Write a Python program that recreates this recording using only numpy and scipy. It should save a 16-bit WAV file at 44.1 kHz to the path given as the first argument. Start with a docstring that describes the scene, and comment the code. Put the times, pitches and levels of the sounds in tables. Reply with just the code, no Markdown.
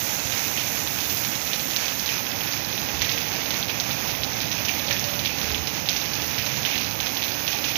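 """Heavy rain on a garden, heard from under a veranda roof: fat drips from the eaves smack, splash and spatter
on wet paving, as short pressure pulses followed by bursts of grainy noise. Smaller drops patter on leaves, and
countless far ones merge into coloured noise: a hiss and fine spray over a low roar. Bubbles ring in puddles;
modulated tones and low modes make faint far hoots and knocks. Low rumble, soft puffs of air and, at first,
a high hiss of the recorder lie beneath. Almost everything is in the right channel: the left is nearly silent."""
import sys
import numpy as np
from scipy import signal
from scipy.fft import rfft, irfft, next_fast_len
from scipy.io import wavfile
from scipy.ndimage import uniform_filter1d

SR = 44100
rng = np.random.default_rng(int(sys.argv[2]) if len(sys.argv) > 2 else 0)


def pcm_store(signal):
    """Save signal as 16-bit PCM."""
    levels = np.round(np.clip(np.atleast_2d(signal), -1, 1) * 32767)
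    wavfile.write(sys.argv[1], SR, levels.astype(np.int16).T)


N = 342657
T = np.arange(N) / SR
SMACK_PEAK_S = 0.001  # a smack peaks this long after its start

# colour of the rain on leaves and grass: hz, density_db (dB per Hz)
HISS_COLOUR = [(200, -13.5), (600, -2.5), (1100, -3), (1800, 1), (2150, 2), (2500, 3.5), (3000, -1),
               (4500, -2), (6500, 1.7), (8000, -1), (12000, -14)]
# colour of the finest spray: hz, density_db (dB per Hz)
SPRAY_COLOUR = [(3000, -30), (6000, -17), (10000, 7), (13000, 4), (15500, 2.5)]
# response of the microphone port, a deep notch between two humps: hz, gain_db
PORT_RESPONSE = [(5200, 0.5), (5900, 2), (6450, 1), (6800, -6), (7300, -15), (7800, -59), (8500, -33),
                 (9300, -18.5), (10300, -12.5), (11500, -3.5), (12700, 3), (15500, 4)]


def undb(db):
    """Decibels to amplitude: twenty decibels are a factor of ten."""
    return 10 ** (np.asarray(db) / 20)


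def unit(x):
    """Normalisation: scale to an rms of one."""
    return x / np.sqrt(np.mean(x ** 2))


def noise(size=N):
    """White noise: equal expected power at every frequency."""
    return rng.standard_normal(size)


def colour(x, points):
    """Minimum-phase filtering: the folded cepstrum of the (hz, db) points gives a causal response."""
    hz, db = np.transpose(points)
    size = 2 * next_fast_len(len(x))
    f = np.maximum(np.arange(size // 2 + 1) * SR / size, 1)
    log_gain = np.log(undb(np.interp(np.log(f), np.log(hz), db)))
    cepstrum = irfft(log_gain)
    # fold the negative times onto the positive ones
    cepstrum[1:size // 2] *= 2
    cepstrum[size // 2 + 1:] = 0
    response = np.exp(rfft(cepstrum))
    return irfft(rfft(x, size) * response)[:len(x)]


def walk(rate):
    """Slow random modulation: noise held for 1 / rate seconds, smoothed twice, with an rms of one."""
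    k = int(SR / rate)
    steps = np.repeat(noise(N // k + 1), k)
    smooth = uniform_filter1d(uniform_filter1d(steps, k), k)
    return unit(smooth[:N])


def add(track, s, sound):
    """Superposition: mix a sound into a track at a time in seconds."""
    i = int(np.clip(s * SR, 0, N - 1))
    track[i:i + len(sound)] += sound[:N - i]


def level(points):
    """Amplitude envelope: gain over time from (time_s, level_db) points."""
    return undb(np.interp(T, *np.transpose(points)))


def swell(s, width_s):
    """A Gaussian envelope: a smooth rise and fall around a moment, with a top of one."""
    return np.exp(-((T - s) / width_s) ** 2)


def impacts(per_s, spread_db):
    """A random impulse process: independent arrivals, many small or far drops and a few big or near ones."""
    chance = rng.random(N)
    size = np.minimum(rng.exponential(size=N), 5)
    sign = np.sign(noise())
    return (chance < per_s / SR) * sign * undb(spread_db * size)


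def wash(points, per_s, spread_db, flutter_db):
    """Dense superposition: drops merge into coloured noise whose strength flutters a little."""
    drops = unit(impacts(per_s, spread_db)) + noise()
    return unit(colour(drops, points)) * undb(flutter_db * walk(16))


def smack(hz, cycles=0.47, ring_db=-12, ring_cycles=1.5):
    """Impact pressure of a drop flattening on a wet surface, then a ring, longer on a springier surface."""
    t = np.arange(8 * SR // 1000) / SR - SMACK_PEAK_S
    pulse = np.exp(-(hz * t / cycles) ** 2 / 2)
    decay = np.exp(-abs(t) * hz / (ring_cycles * cycles))
    ring = undb(ring_db) * (t > 0) * (1 - pulse) * decay
    return -np.cos(2 * np.pi * hz * t) * (pulse + ring)


def droplets(hz, points, rise_s, fall_s, grain_db, broad_db=-1):
    """Granular noise of thrown droplets, coloured by smack and surroundings; it rises, then decays."""
    t = np.arange(SR // 3) / SR
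    grains = np.clip(noise(len(t)), -2, 2)
    sizes = undb(grain_db * np.repeat(grains, 24)[:len(t)])  # each grain lasts 24 samples
    tuned = signal.fftconvolve(noise(len(t)) * sizes, smack(hz, cycles=0.25))[:len(t)]
    broad = unit(noise(len(t)) * sizes)
    ticks = unit(tuned) + undb(broad_db) * broad
    return unit(colour(ticks, points)) * (1 - np.exp(-t / rise_s)) * np.exp(-t / fall_s)


def splash(hz):
    """Breakup on impact: a fast burst of droplets with the colour of early reflections under the roof."""
    # colour of the echo under the roof: hz, gain_db
    veranda = [(500, -14), (1300, -11), (1800, 5), (2500, 12.5), (3100, 11), (4500, 9), (6500, 13),
               (12000, 7.5)]
    return droplets(hz, veranda, rise_s=0.0006, fall_s=0.012, grain_db=2.0)


def bubble(hz, cycles=7, glide=0.16):
    """Resonance of a trapped air bubble: a decaying ring that rises in pitch as it nears the surface."""
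    t = np.arange(SR // 50) / SR
    age = t * hz / cycles
    pitch_hz = hz * (1 + glide * (1 - np.exp(-age)))
    return np.sin(2 * np.pi * np.cumsum(pitch_hz) / SR) * np.exp(-age)


def left_background(buffet_db=-12):
    """Superposed noises: a very faint hiss, an uneven rumble and weak puffs of air."""
    # colour of the low rumble: hz, density_db (dB per Hz)
    rumble_colour = [(25, -18), (60, -4), (105, -2), (150, -23), (220, -26), (300, -24), (420, -34),
                     (800, -26), (1100, -36.5), (3000, -37), (9000, -76)]
    far_hiss = undb(-78.5) * unit(colour(noise(), HISS_COLOUR))
    far_spray = undb(-67.0) * unit(colour(noise(), SPRAY_COLOUR))
    faint_hiss = colour(far_hiss + far_spray, PORT_RESPONSE)
    rumble = undb(-61.5 + 2.2 * walk(3.3)) * unit(colour(noise(), rumble_colour))
    return faint_hiss + rumble + undb(buffet_db) * buffet()


def recorder_hiss(start_db=-31, sag_db_per_s=2, hold_s=1.9, fade_db_per_s=28):
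    """Exponential decay of noise: high hiss of the recorder sags slowly, then fades fast after hold_s."""
    db = start_db - sag_db_per_s * T - fade_db_per_s * np.maximum(T - hold_s, 0)  # the fade joins the sag
    hiss_colour = [(4500, -14), (5900, 10.5), (6700, 11.5), (7400, 0.0), (8400, -6.0), (11000, 0.5),
                   (14000, -16)]  # hz, gain_db
    return undb(db) * unit(colour(noise(), hiss_colour))


def drone(uneven_db=2.0):
    """Amplitude-modulated low noise: a far rumble, perhaps traffic, that comes up unevenly and recedes."""
    # colour of the rumble: hz, density_db (dB per Hz)
    rumble_colour = [(50, -32), (85, -7), (114, 0), (160, -3.5), (200, -12.5), (400, -40.5)]
    # level before the random unevenness: time_s, level_db
    rumble_level = [(0, -44), (2.5, -46.5), (3.05, -36), (3.35, -42), (4.05, -39), (4.4, -41), (4.9, -36.5),
                    (5.4, -41.5), (6.35, -44), (6.62, -34), (6.85, -52), (7.77, -52)]
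    return level(rumble_level) * undb(uneven_db * walk(7.6)) * unit(colour(noise(), rumble_colour))


def knocks(rise_s=0.006, fall_s=0.03, blur=0.012):
    """Modal vibration: a few low modes make far hollow knocks, softened and blurred by the distance."""
    # the knocks: start_s, level_db, pitch_ratio
    strikes = [(4.025, -33, 1.04), (7.527, -28, 1.0)]
    # modes at a pitch ratio of one: pitch_hz, level_db
    modes = [(684, 0), (818, 0), (931, -7), (1170, -3)]
    out, t = np.zeros(N), T[:SR // 4]
    envelope = (1 - np.exp(-t / rise_s)) * np.exp(-t / fall_s)
    for s, db, ratio in strikes:
        ring = np.zeros(len(t))
        for hz, mode_db in modes:
            pitch_hz = ratio * hz * (1 + blur * walk(120)[:len(t)])
            ring += undb(mode_db) * np.sin(2 * np.pi * np.cumsum(pitch_hz) / SR)
        add(out, s, undb(db) * ring * envelope)
    return out


def hoots(waver=0.006):
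    """Frequency modulation: faint sine tones wander randomly in pitch, blurred by the distance."""
    # the hoots: start_s, length_s, pitch_hz, level_db
    calls = [(3.05, 0.5, 460, -45.5), (4.815, 0.16, 563, -38), (5.009, 0.21, 576, -36.5),
             (5.407, 0.29, 428, -42.5)]
    out = np.zeros(N)
    for s, length_s, hz, db in calls:
        gate = signal.windows.tukey(int(length_s * SR), .5)
        pitch_hz = hz * (1 + waver * walk(28.8))
        tone = unit(np.sin(2 * np.pi * np.cumsum(pitch_hz) / SR))
        add(out, s, undb(db) * gate * tone[:len(gate)])
    return out


def buffet():
    """Turbulent pressure of air puffs on a microphone port: soft swells of very low noise."""
    # the puffs: centre_s, half_width_s, level_db
    puffs = [(1.05, 0.18, -44), (2.62, 0.084, -46), (3.0, 0.06, -33.5), (5.55, 0.11, -32), (6.3, 0.39, -47)]
    # colour of the puffs: hz, density_db (dB per Hz)
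    puff_colour = [(20, -36), (38, -12), (55, -2), (80, 4), (160, -30), (600, -68)]
    strength = sum(undb(db) * swell(s, width_s) for s, width_s, db in puffs)
    return strength * unit(colour(noise(), puff_colour))


def roar():
    """Incoherent addition: the far downpour is low coloured noise that swells once and sinks back."""
    # colour of the far downpour: hz, density_db (dB per Hz)
    roar_colour = [(25, -44), (40, -17), (58, -5), (95, -2.5), (114, 0), (145, -2.5), (200, -2.5),
                   (285, -2.5), (410, -9.5), (540, -6), (660, -9.5), (820, -5), (1050, -13.5), (2000, -32)]
    # level of the far downpour: time_s, level_db
    roar_level = [(0, -32.5), (1.2, -33), (2.0, -33.5), (2.9, -31.5), (4.9, -30.5), (5.9, -32), (7.77, -32)]
    return level(roar_level) * unit(colour(noise(), roar_colour))


def hiss(start_db=-26, ease_db_per_s=0.0859):
    """Incoherent addition of drops on leaves and grass: a dense hiss that eases very slightly."""
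    shower = wash(HISS_COLOUR, per_s=3000, spread_db=3.0, flutter_db=0.88)
    return undb(start_db - ease_db_per_s * T) * shower


def spray():
    """Incoherent addition of the finest drops: high coloured noise of changing level."""
    # level of the spray before its flutter: time_s, level_db
    spray_level = [(0, -27), (0.85, -25.5), (1.8, -28), (2.6, -29.5), (3.1, -30.5), (4.7, -30), (5.8, -32),
                   (6.6, -29.5), (7.77, -29)]
    return level(spray_level) * wash(SPRAY_COLOUR, per_s=2000, spread_db=1.5, flutter_db=1.3)


def patter(per_s=16, dry_db=-38.5, near_hz=4100, wet_db=-40.0):
    """Impulse excitation by smaller drops: the nearest placed singly, the rest random at four pitches."""
    # the clearest small drops on near leaves: peak_s, peak_db
    leaf_drops = [(0.379, -11), (0.481, -13), (0.678, -12), (0.875, -9), (1.008, -11), (1.056, -11),
                  (1.172, -9), (1.354, -10), (1.416, -12), (1.543, -12), (1.564, -12), (1.596, -9),
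                  (1.711, -10), (1.882, -10), (2.079, -9), (2.18, -12), (2.317, -12), (2.474, -12),
                  (2.576, -11), (2.648, -10), (2.728, -12), (2.954, -12), (3.217, -11), (3.339, -12),
                  (3.543, -12), (3.685, -11), (3.705, -10), (4.103, -13), (4.114, -12), (4.246, -9),
                  (4.333, -13), (4.404, -10), (4.456, -12), (4.796, -10), (4.875, -11), (5.139, -13),
                  (5.386, -10), (5.498, -11), (5.581, -12), (6.016, -11), (6.154, -9), (6.221, -12),
                  (6.346, -12), (6.386, -8), (6.425, -11), (6.632, -11), (6.814, -10), (6.846, -10),
                  (6.865, -11), (7.03, -12), (7.062, -9), (7.229, -9), (7.282, -10), (7.32, -10),
                  (7.468, -12), (7.532, -9), (7.588, -9), (7.718, -12)]
    random_ticks = np.zeros(N)
    for hz in (2930, 3480, 4440, 5450):  # the smaller the drop, the higher
        drops = impacts(per_s, spread_db=1.5)
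        random_ticks += signal.fftconvolve(drops, smack(hz, cycles=0.45))[:N]
    ticks = undb(dry_db) * unit(random_ticks)
    for s, db in leaf_drops:
        tick = smack(near_hz * rng.uniform(0.85, 1.15), cycles=0.55)
        add(ticks, s - SMACK_PEAK_S, undb(db) * tick)
    echo = signal.fftconvolve(ticks, splash(3300))[:N]
    return ticks + undb(wet_db) * unit(echo)


def puddles(count=40, spread_octaves=0.153, scatter_db=2.0):
    """Bubble resonance: drips in standing water churn up a swarm, thick at first and soon thinning out."""
    # drips into a puddle: start_s, bubble_db, centre_pitch_hz, settling_s (bubbles scatter in level and pitch)
    puddle_drips = [(3.021, -27, 1950, 0.1), (3.1, -28, 1990, 0.32), (4.694, -34, 2060, 0.034),
                    (4.91, -26.5, 2000, 0.089)]
    out = np.zeros(N)
    for s, db, hz, settle_s in puddle_drips:
        for k, (pitch, size) in enumerate(rng.standard_normal((count, 2))):
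            age = ((k + rng.random()) / count) ** 2  # squaring crowds the bubbles towards the start
            gain = undb(db + scatter_db * size) * np.exp(-age)
            add(out, s + settle_s * age, gain * bubble(hz * 2 ** (spread_octaves * pitch)))
    return out


def eaves(wet_db=3.5, late_db=-2.0, echo_s=0.0084, echo_db=-13, ping_db=-10):
    """Impact, reflection and breakup: each fat drip smacks, pings a tiny bubble, echoes and scatters."""
    # the loudest drips: peak_s, smack_peak_db, smack_pitch_hz, smack_length_cycles,
    # splash_db (wet_db is added for the splash)
    drips = [(0.3221, -13, 3100.0, 0.45, -25.5), (0.5753, -10, 2900.0, 0.6, -22.8),
             (1.0986, -7.5, 3900.0, 0.4, -26.0), (1.2492, -8.0, 3600.0, 0.45, -27.5),
             (1.5336, -5.5, 3500.0, 0.8, -29), (1.7638, -1.5, 4200.0, 0.55, -22.0),
             (1.8578, -8.5, 4700.0, 0.6, -32.0), (1.9969, -6.0, 4900.0, 0.6, -30),
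             (2.061, -6.5, 4200.0, 0.45, -24.5), (2.0912, -9.5, 2900.0, 0.8, -24.0),
             (2.4083, -12.5, 3100.0, 0.8, -32), (2.5248, -10.0, 4400.0, 0.8, -32.0),
             (2.5344, -9.0, 5300.0, 0.6, -27.0), (2.779, -9.5, 3300.0, 0.6, -30),
             (3.0131, -6, 3500.0, 0.45, -30.0), (3.0189, -2, 3700.0, 0.45, -22.5),
             (3.0466, -9.5, 3600.0, 1.1, -26.0), (3.0943, -3.5, 3500.0, 0.5, -24),
             (3.117, -6.5, 3600.0, 0.4, -27.0), (3.1217, -9, 5500.0, 0.8, -31.0),
             (3.137, -11, 4000, 0.4, -34), (3.178, -7.5, 3100.0, 0.45, -26.5), (3.284, -12, 4500, 0.6, -31),
             (3.362, -11, 4800, 0.6, -31), (3.46, -11, 3800, 0.45, -30), (3.5067, -5.0, 3800.0, 0.4, -27.0),
             (3.6283, -7.5, 3700.0, 1.0, -28), (3.696, -11, 2900, 0.45, -26),
             (3.8005, -1, 4300.0, 0.45, -25.0), (3.911, -15, 3800, 0.8, -29.5),
             (4.075, -13, 4300, 0.45, -30), (4.151, -14, 3300, 0.6, -29), (4.2349, -3, 3800.0, 0.55, -28),
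             (4.413, -11.5, 3600.0, 0.6, -25), (4.516, -6.5, 3900.0, 0.45, -23.0),
             (4.5245, -8.0, 3500.0, 0.4, -32.0), (4.6507, -11, 5800.0, 1.5, -24),
             (4.6844, -9.5, 2900.0, 0.8, -23), (4.6944, -9, 2600.0, 1.1, -26),
             (4.8839, -11.5, 3700.0, 1.1, -26), (4.9095, -4.5, 3200, 0.5, -23),
             (4.9274, -5.5, 4700.0, 0.6, -28), (4.9662, -12.0, 3200.0, 0.8, -32.0),
             (4.9956, -8.0, 6000.0, 1.5, -29.0), (5.0422, -7, 4500.0, 0.6, -28),
             (5.193, -7.5, 3500.0, 0.6, -25.5), (5.2499, -7.0, 3600.0, 0.4, -26.0),
             (5.2585, -4.0, 3300.0, 0.6, -22.3), (5.2729, -9.5, 3000.0, 0.8, -32.0),
             (5.4151, -8.0, 3600.0, 0.6, -30.0), (5.5171, -9.5, 3900.0, 0.6, -32.0),
             (5.5466, -8.0, 3200.0, 1.1, -27.0), (5.6726, -5, 4400.0, 0.5, -26.0),
             (5.8888, 1, 3750, 0.58, -21.2), (5.8944, -12, 4200, 0.8, -32),
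             (5.8988, -12.5, 3500.0, 1.1, -30), (5.9641, -6.0, 4300.0, 0.5, -23),
             (6.1351, -8.5, 4600.0, 0.6, -26.0), (6.31, -12, 4000, 0.45, -30),
             (6.3816, -11, 2500.0, 0.6, -25), (6.392, -11, 2900, 0.45, -27),
             (6.4636, -7.5, 3900.0, 0.4, -24.0), (6.6511, -4, 3100.0, 0.7, -21.8),
             (6.6614, -10.5, 3000.0, 0.8, -23.5), (6.692, -13, 2700, 0.6, -28),
             (6.714, -12, 2700, 0.6, -28.5), (6.735, -11, 3100, 0.5, -26.5),
             (6.7576, -7, 3200.0, 0.45, -26.5), (6.7793, -6, 3900.0, 0.45, -24.5),
             (6.809, -12, 3200, 0.5, -27), (7.0031, -6, 3400.0, 0.6, -26.0),
             (7.069, -8.0, 3500.0, 0.6, -25.5), (7.1704, -8.5, 3400.0, 0.6, -24.5),
             (7.2228, -8.0, 3400.0, 0.4, -32.0), (7.2388, -7, 3600.0, 0.6, -26.0),
             (7.4787, -3.5, 3400.0, 0.5, -21.8), (7.6426, -7, 3500.0, 0.65, -21.3),
             (7.7578, -5.5, 3000.0, 0.8, -21.5)]
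    # colour of the fine spatter that falls back later: hz, gain_db
    spatter_colour = [(500, -17), (1600, -7), (2450, 14), (3100, 5.5), (4500, 5.5), (6500, 10), (9000, -12),
                      (13000, 0)]
    usual_splash_db, spatter_growth = -24, 1.86  # growth: dB of spatter per dB of splash
    out = np.zeros(N)
    for s, db, hz, cycles, splash_db in drips:
        start = s - SMACK_PEAK_S
        hit = undb(db) * smack(hz, cycles)
        add(out, start, hit)
        ping_s = 0.0056 * rng.uniform(0.92, 1.0)
        ping = smack(5900 * rng.uniform(0.98, 0.99), cycles=1.3)
        add(out, start + ping_s, undb(db + ping_db) * ping)
        add(out, start + echo_s, undb(echo_db) * hit)  # from the nearest wall
        add(out, s, undb(splash_db + wet_db) * splash(hz))
        # bigger splashes throw more spatter
        spatter_db = usual_splash_db + spatter_growth * (splash_db - usual_splash_db)
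        spatter = droplets(hz, spatter_colour, rise_s=0.023, fall_s=0.087, grain_db=5.0)
        add(out, start, undb(spatter_db + late_db) * spatter)
    return out


def scene():
    """Linear superposition: rain, puffs and far sounds pass the port on the right; the left is nearly silent."""
    far = drone() + knocks() + hoots() + buffet()
    rain = roar() + hiss() + spray() + patter()
    near = puddles() + eaves()
    right = colour(far + rain + near, PORT_RESPONSE) + recorder_hiss()
    return np.array([left_background(), right])


def record(dry):
    """Saturation and band limiting: the recorder rounds the highest peaks and cuts the top steeply."""
    top_hz, ceiling = 15440, .95
    rounded = dry / (1 + (dry / ceiling) ** 8) ** (1 / 8)
    low_pass = signal.ellip(14, .1, 80, top_hz, fs=SR, output="sos")
    return signal.sosfilt(low_pass, rounded)


dry = scene()
out = record(dry)
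pcm_store(out)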